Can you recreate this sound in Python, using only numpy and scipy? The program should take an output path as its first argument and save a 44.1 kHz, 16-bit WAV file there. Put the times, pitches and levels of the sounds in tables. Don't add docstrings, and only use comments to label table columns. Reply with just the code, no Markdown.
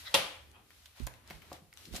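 import sys
import numpy as np
from scipy import signal
from scipy.fft import rfft, irfft
from scipy.io import wavfile

SR = 44100
rng = np.random.default_rng(int(sys.argv[2]) if len(sys.argv) > 2 else 0)


def dump_mix(stems):
    frames = np.atleast_2d(stems).T
    limited = np.clip(frames, -1, 1)
    pcm = np.round(limited * 32767).astype(np.int16)
    wavfile.write(sys.argv[1], SR, pcm)


def magnitude_from_level(level_db):
    exponent = np.asarray(level_db, float) / 20
    return 10 ** exponent


N = 88200


def rms_one(x):
    return x / np.sqrt(np.mean(x ** 2) + 1e-20)


def in_time(rows):
    s, *columns = np.transpose(rows)
    return [magnitude_from_level(np.interp(np.arange(N) / SR, s, db)) for db in columns]


def at_hz(points, hz):
    table_hz, value = np.transpose(points)
    return np.interp(np.log(np.maximum(hz, 1)), np.log(table_hz), value)


def bin_hz(n):
    return np.arange(n // 2 + 1) * SR / n


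def colour(x, spectrum):
    n = x.shape[-1]
    return irfft(rfft(x) * magnitude_from_level(at_hz(spectrum, bin_hz(n))), n)


def causal(spectrum):
    response = colour(np.eye(1, 4096)[0], np.array(spectrum) * [1, 2])
    return signal.minimum_phase(np.fft.fftshift(response)[1:])[None]


def diffuse(pair):
    # f/Hz, correlation
    likeness = [(60, 0.92), (550, 0.48), (1650, 0.19), (4970, -0.015), (15000, -0.046)]
    # f/Hz, left over right/dB
    left_over_right = [(60, -2), (380, 0.5), (2380, 2), (15000, 0.5)]
    n = pair.shape[-1]
    alike = np.clip(at_hz(likeness, bin_hz(n)), -.95, .95)
    lean = magnitude_from_level(at_hz(left_over_right, bin_hz(n)) / 2)
    mid, side = rfft(pair) * np.sqrt([(1 + alike) / 2, (1 - alike) / 2])
    return irfft(np.array([(mid + side) * lean, (mid - side) / lean]), n)


def steady(spectrum):
    return rms_one(colour(diffuse(rng.standard_normal((2, N))), spectrum))


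def grains(per_s, spread_db):
    present = rng.random((2, N)) < per_s / SR
    size = magnitude_from_level(spread_db * np.minimum(rng.exponential(1, (2, N)), 5))
    return present * size * rng.choice([-1, 1], (2, N))


def ring(x, hz, t60):
    r, w = magnitude_from_level(-60 / (t60 * SR)), 2 * np.pi * hz / SR
    return signal.lfilter([0, np.sin(w)], [1, -2 * r * np.cos(w), r * r], x + 1e-18)


def resonance(x, hz, width_hz):
    r = np.exp(-np.pi * width_hz / SR)
    poles = [1, -2 * r * np.cos(2 * np.pi * hz / SR), r * r]
    return signal.lfilter([(1 - r * r) / 2, 0, (r * r - 1) / 2], poles, x)


def soften(x, time_s):
    r = np.exp(-1 / (time_s * SR))
    return signal.lfilter([1 - r], [1, -r], x)


def strike(s, db):
    clicks = np.zeros((2, N))
    clicks[:, (np.asarray(s) * SR).astype(int)] = magnitude_from_level(db)
    return clicks


def dying(t60):
    return magnitude_from_level(-60 * np.arange(4000) / SR / t60)


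def hiss():
    # f/Hz, level/dB per Hz
    hiss_colour = [(260, -35.5), (450, -10.5), (3090, -5), (7810, -9), (11300, -5), (14400, -10),
                   (16000, -26.5)]
    return magnitude_from_level(-69.5) * steady(hiss_colour)


def rumble():
    # t/s, deep rumble/dB, boards/dB
    movement = [(0, -59.5, -72.5), (.12, -62.5, -73), (.3, -65.5, -76.5), (.46, -58, -68.5),
                (.6, -68, -69.5), (.94, -70, -81.5), (1.1, -64.5, -73.5), (1.4, -60.5, -64.5),
                (1.6, -65.5, -68), (1.72, -67, -81.5), (1.88, -62, -60.5), (2, -51.5, -53)]
    # f/Hz, level/dB per Hz
    deep_colour = [(15, -68), (25, -26), (75, -5), (94, -8), (130, -18.5), (170, -60), (290, -120)]
    # f/Hz, level/dB per Hz
    boards_colour = [(100, -23), (150, -2.5), (300, -1), (480, -6), (800, -38.5)]
    deep, boards = in_time(movement)
    return deep * steady(deep_colour) + boards * steady(boards_colour)


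def rustle():
    # t/s, level/dB, extra treble/dB
    movement = [(0, -65, 19.5), (.035, -58, 8), (.13, -51, 1), (.45, -80, 14), (.51, -73, 7.5),
                (.56, -61.5, -24), (.68, -75, 8), (.72, -68.5, 7.5), (.87, -67.5, 8), (.94, -69.5, 5),
                (.98, -54.5, -0.5), (1.05, -61, 5), (1.09, -58, -8), (1.17, -61.5, -6),
                (1.23, -66.5, -12.5), (1.29, -55, -2), (1.33, -51, -3), (1.4, -64.5, 3), (1.43, -59, -4),
                (1.49, -60, -0.5), (1.55, -51, -3.5), (1.62, -70.5, -1), (1.71, -74, -7), (1.79, -61.5, 6),
                (1.86, -63.5, 11), (1.91, -65.5, 7.5), (1.965, -48, 10.5), (2, -56.5, 7.5)]
    # f/Hz, level/dB per Hz
    rustle_colour = [(300, -28), (550, -7.5), (1500, -7.5), (3900, -9), (7500, -17), (12600, -17.5),
                     (16000, -27.5)]
    split_hz = 2670
    level, treble = in_time(movement)
    noise = rms_one(colour(diffuse(grains(per_s=7600, spread_db=1.95)), rustle_colour))
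    low = signal.sosfiltfilt(signal.butter(1, split_hz, fs=SR, output="sos"), noise)
    return level * (low + treble * (noise - low))


def bumps():
    # t/s, level/dB, sharpness/dB, push 1 or pull -1
    pushes = [(1.002, -34.5, 19, -1), (1.0207, -22.5, -2.5, 1), (1.337, -42.5, -22, 1), (1.91, -38, 11, 1),
              (1.9264, -36.5, 0, 1)]
    # f/Hz, level/dB, t60/s
    support = [(55.5, 3, 0.132), (125, -13, 0.38), (250, -8.5, 0.055), (367, -14, 0.056)]
    rise_s, left_db = 0.0014, -33
    s, db, sharp_db, way = np.transpose(pushes)
    ways = np.ones(N)
    ways[(s * SR).astype(int)] = way
    out = 0
    for hz, level_db, t60 in support:
        drive_db = db + level_db + sharp_db * (hz > 200)
        out = out + ring(ways * strike(s, drive_db), hz, t60)
    return soften(out, rise_s) * magnitude_from_level([[left_db], [0]])


def ticks():
    # t/s, level/dB, left over right/dB, centre f/Hz, t60/s
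    events = [(0.515, -50, 10, 7260, 0.01), (0.7046, -44.5, 7, 1474, .025),
              (0.8568, -39.5, -2.5, 3300, 0.035), (0.997, -39.5, 2.5, 2940, .02),
              (1.0323, -51, 6, 7900, 0.025), (1.0673, -30, 0, 7700, .015), (1.0713, -27, 1, 1490, 0.018),
              (1.1382, -43.5, 9, 2440, 0.011), (1.2756, -44, 5, 5060, 0.014),
              (1.3, -38.5, 5.5, 2320, 0.036), (1.3067, -34, -5.5, 1900, 0.023),
              (1.4186, -46.5, 8.5, 2200, 0.061), (1.5286, -36, 5, 5500, .02), (1.7277, -39, 0, 1800, 0.013),
              (1.7373, -45.5, 0, 7850, 0.012), (1.7655, -51, -4, 8100, 0.0091),
              (1.7736, -33.5, 17, 2300, 0.0041), (1.8536, -40.5, 7.5, 3820, 0.024),
              (1.928, -41.5, -5, 3800, .011), (1.937, -43.5, 16, 4300, .012),
              (1.946, -34, 10.5, 3870, 0.01), (1.9534, -32, -4.5, 3760, 0.012),
              (1.9603, -35, 6.5, 5300, .03), (1.964, -37.5, -9, 7100, 0.034),
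              (1.978, -44, 8.5, 3000, 0.0094)]
    rise_s, q, broad_db = 0.00046, 2.1, -10.5
    snap = 16.5
    out = np.zeros((2, N + 4000))
    rise = 1 - np.exp(-np.arange(4000) / SR / rise_s)
    for s, db, pan_db, hz, t60 in events:
        both, left, right = rng.standard_normal((3, 4000))
        burst = (both + 1.21 * np.array([left, right])) * dying(t60) * rise
        broad = np.diff(burst, prepend=0) / 2
        burst = resonance(burst, hz, hz / q + snap / t60) + magnitude_from_level(broad_db) * broad
        start = int(s * SR)
        out[:, start:start + 4000] += burst * magnitude_from_level(db + np.array([[pan_db], [-pan_db]]) / 2)
    return out[:, :N]


def knocks():
    # t/s, level/dB, centre f/Hz, ring time under the grip as a factor
    blows = [(1.0707, -26.5, 595, 0.19), (1.302, -44, 305, 1.3), (1.3078, -36, 1010, 0.4),
             (1.5168, -33, 596, 0.71), (1.536, -39.5, 685, 0.6), (1.618, -46.5, 177, 0.29),
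             (1.877, -53, 250, 0.5), (1.938, -33.5, 360, 0.43), (1.949, -38, 690, 0.38),
             (1.98, -38.5, 700, 0.45)]
    # f/Hz, level/dB, t60/s
    frame_modes = [(93.5, -23, 0.092), (156, 1, 0.2), (214.5, -4, 0.13), (367, 1, 0.025),
                   (532.5, -3.5, 0.057), (729, 0.5, 0.069), (813, -6, 0.11), (1106, 7, 0.02)]
    reach_octaves, contact_s = 0.87, 0.00039
    out, t = np.zeros(N + 8000), np.arange(8000) / SR
    hz, level_db, t60 = np.transpose(frame_modes)[..., None]
    signs = (-1) ** np.arange(1, len(hz) + 1)
    for s, db, centre, free in blows:
        uneven_db = 2 * rng.standard_normal(hz.shape)
        drive_db = db + level_db - 6 * (np.log2(hz / centre) / reach_octaves) ** 2 + uneven_db
        modes = magnitude_from_level(drive_db - 60 * t / (t60 * free)) * np.sin(2 * np.pi * hz * t)
        start = int(s * SR)
        out[start:start + 8000] += signs @ modes
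    return soften(out[:N], contact_s)


def rub(pressure, resonances):
    slips = diffuse(grains(per_s=1400, spread_db=-0.5))
    sound = 0
    for k, (hz, width_hz, db) in enumerate(resonances):
        sound = sound + (-1) ** k * magnitude_from_level(db) * resonance(slips, hz, width_hz)
    return in_time(pressure)[0] * rms_one(sound)


def soft_scrape():
    # t/s, level/dB
    pressure = [(.5, -89.5), (.535, -68), (.56, -57.5), (.58, -67.5), (.6, -63), (.64, -89.5)]
    # f/Hz, width/Hz, level/dB
    resonances = [(780, 150, 0), (1300, 250, -2), (2500, 150, -1), (3200, 180, -2)]
    return rub(pressure, resonances)


def scrape():
    # t/s, level/dB
    pressure = [(0, -57.5), (.036, -66.5), (.052, -53), (.077, -38), (.1, -66.5), (.112, -65.5),
                (.119, -62.5), (.132, -74), (.14, -94.5)]
    # f/Hz, width/Hz, level/dB
    resonances = [(1350, 300, -10), (2000, 120, -3), (3300, 250, -10), (3900, 200, 0), (5320, 250, -13)]
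    return rub(pressure, resonances)


def clack():
    # t/s, level/dB
    contacts = [(.1410, -26), (.1431, -15), (0.1452, -28.5), (0.1473, -26.5), (0.1489, -19.5),
                (0.153, -26.5), (0.158, -32.5), (.1620, -39)]
    # f/Hz, level/dB, t60/s
    metal = [(555.5, -5.5, 0.065), (890, -8.5, 0.052), (1382, -12.5, 0.04), (1900, -11.5, 0.076),
             (2782, -4, 0.058), (3010, -7, .05), (3233, 5, 0.035), (3370, -0.5, 0.048), (3656, -3, 0.06)]
    # f/Hz, relative level/dB
    crack_colour = [(60, -26.5), (380, -24), (600, -15.5), (1000, -11.5), (1660, -13.5), (3300, -5),
                    (4860, -11), (7800, -18.5), (10500, -16), (14600, -29)]
    heavy_hz, swell_hz = 1000, 65
    light_db, spread_db = -9.5, 3
    crack_db, crack_t60_s = 1.85, .012
    crack_to_room_db, ring_to_room_db = 28, -5
    s, db = np.transpose(contacts)
    main = np.arange(len(s)) == 1
    rings = 0
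    for hz, level_db, t60 in metal:
        if hz > heavy_hz:
            strength_db = db + light_db + spread_db * rng.standard_normal((2, len(s)))
            mode = ring(strike(s, strength_db + level_db), hz, t60)
        else:
            strength_db = np.where(main, db, -200)
            mode = resonance(ring(strike(s, strength_db + level_db), hz, t60), hz, swell_hz)
        rings = rings + mode
    shape = signal.fftconvolve(strike(s, db + crack_db), dying(crack_t60_s)[None])[:, :N]
    tone = causal(crack_colour)
    tone = tone / np.sqrt(np.sum(tone ** 2))
    cracks = signal.fftconvolve(shape * diffuse(rng.standard_normal((2, N))), tone)[:, :N]
    main_crack = signal.fftconvolve(strike(s[main], db[main] + crack_to_room_db), tone)[:, :N]
    return rings + cracks, main_crack + magnitude_from_level(ring_to_room_db) * rings


def room(x):
    # f/Hz, t60/s
    decay = [(60, 0.47), (250, 0.44), (700, 0.55), (2000, 0.53), (4000, 0.44), (8000, 0.44), (15000, 0.19)]
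    # f/Hz, relative level/dB
    echo_colour = [(60, 6), (300, 6), (1000, -1), (8000, -5.5), (15000, 6.5)]
    room_db, gap_s = -6.5, 0.0038
    early_db, early_t60_s = 19, 0.026
    t, echo = np.arange(SR) / SR, 0
    edges = 40 * 2. ** np.arange(0, 8.8, .5)
    white = rng.standard_normal((2, 2, SR))
    for k, (low, high) in enumerate(zip(edges, edges[1:])):
        band_pass = signal.butter(2, [low, high], "band", fs=SR, output="sos")
        band = signal.sosfilt(band_pass, white[k % 2])
        echo = echo + band * magnitude_from_level(at_hz(echo_colour, low) - 60 * t / at_hz(decay, low))
    early = 1 + magnitude_from_level(early_db - 60 * t / early_t60_s)
    onset = np.clip(t / gap_s - 1, 0, 1)
    echo = diffuse(echo) * early * onset
    echo = echo / np.sqrt(np.sum(echo ** 2) / 2)
    return magnitude_from_level(room_db) * signal.fftconvolve(x[:1], echo)[:, :N]


def scene():
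    tick_to_room_db, knock_to_room_db = -1.5, -5.5
    background = hiss() + rumble() + rustle() + bumps()
    small, frame = ticks(), knocks()
    rubs = soft_scrape() + scrape()
    close, far = clack()
    wet = far + rubs + magnitude_from_level(tick_to_room_db) * small + magnitude_from_level(knock_to_room_db) * frame
    return background + small + frame + rubs + close + room(wet)


def band_limit(x):
    return signal.sosfilt(signal.butter(12, 16520, fs=SR, output="sos"), x)


def record(dry):
    # f/Hz, response/dB
    microphone = [(20, -35.5), (45, -0.5), (15100, -1), (15800, -23)]
    mix = signal.fftconvolve(dry, causal(microphone))[:, :N]
    return band_limit(mix)


dry = scene()
out = record(dry)
dump_mix(out)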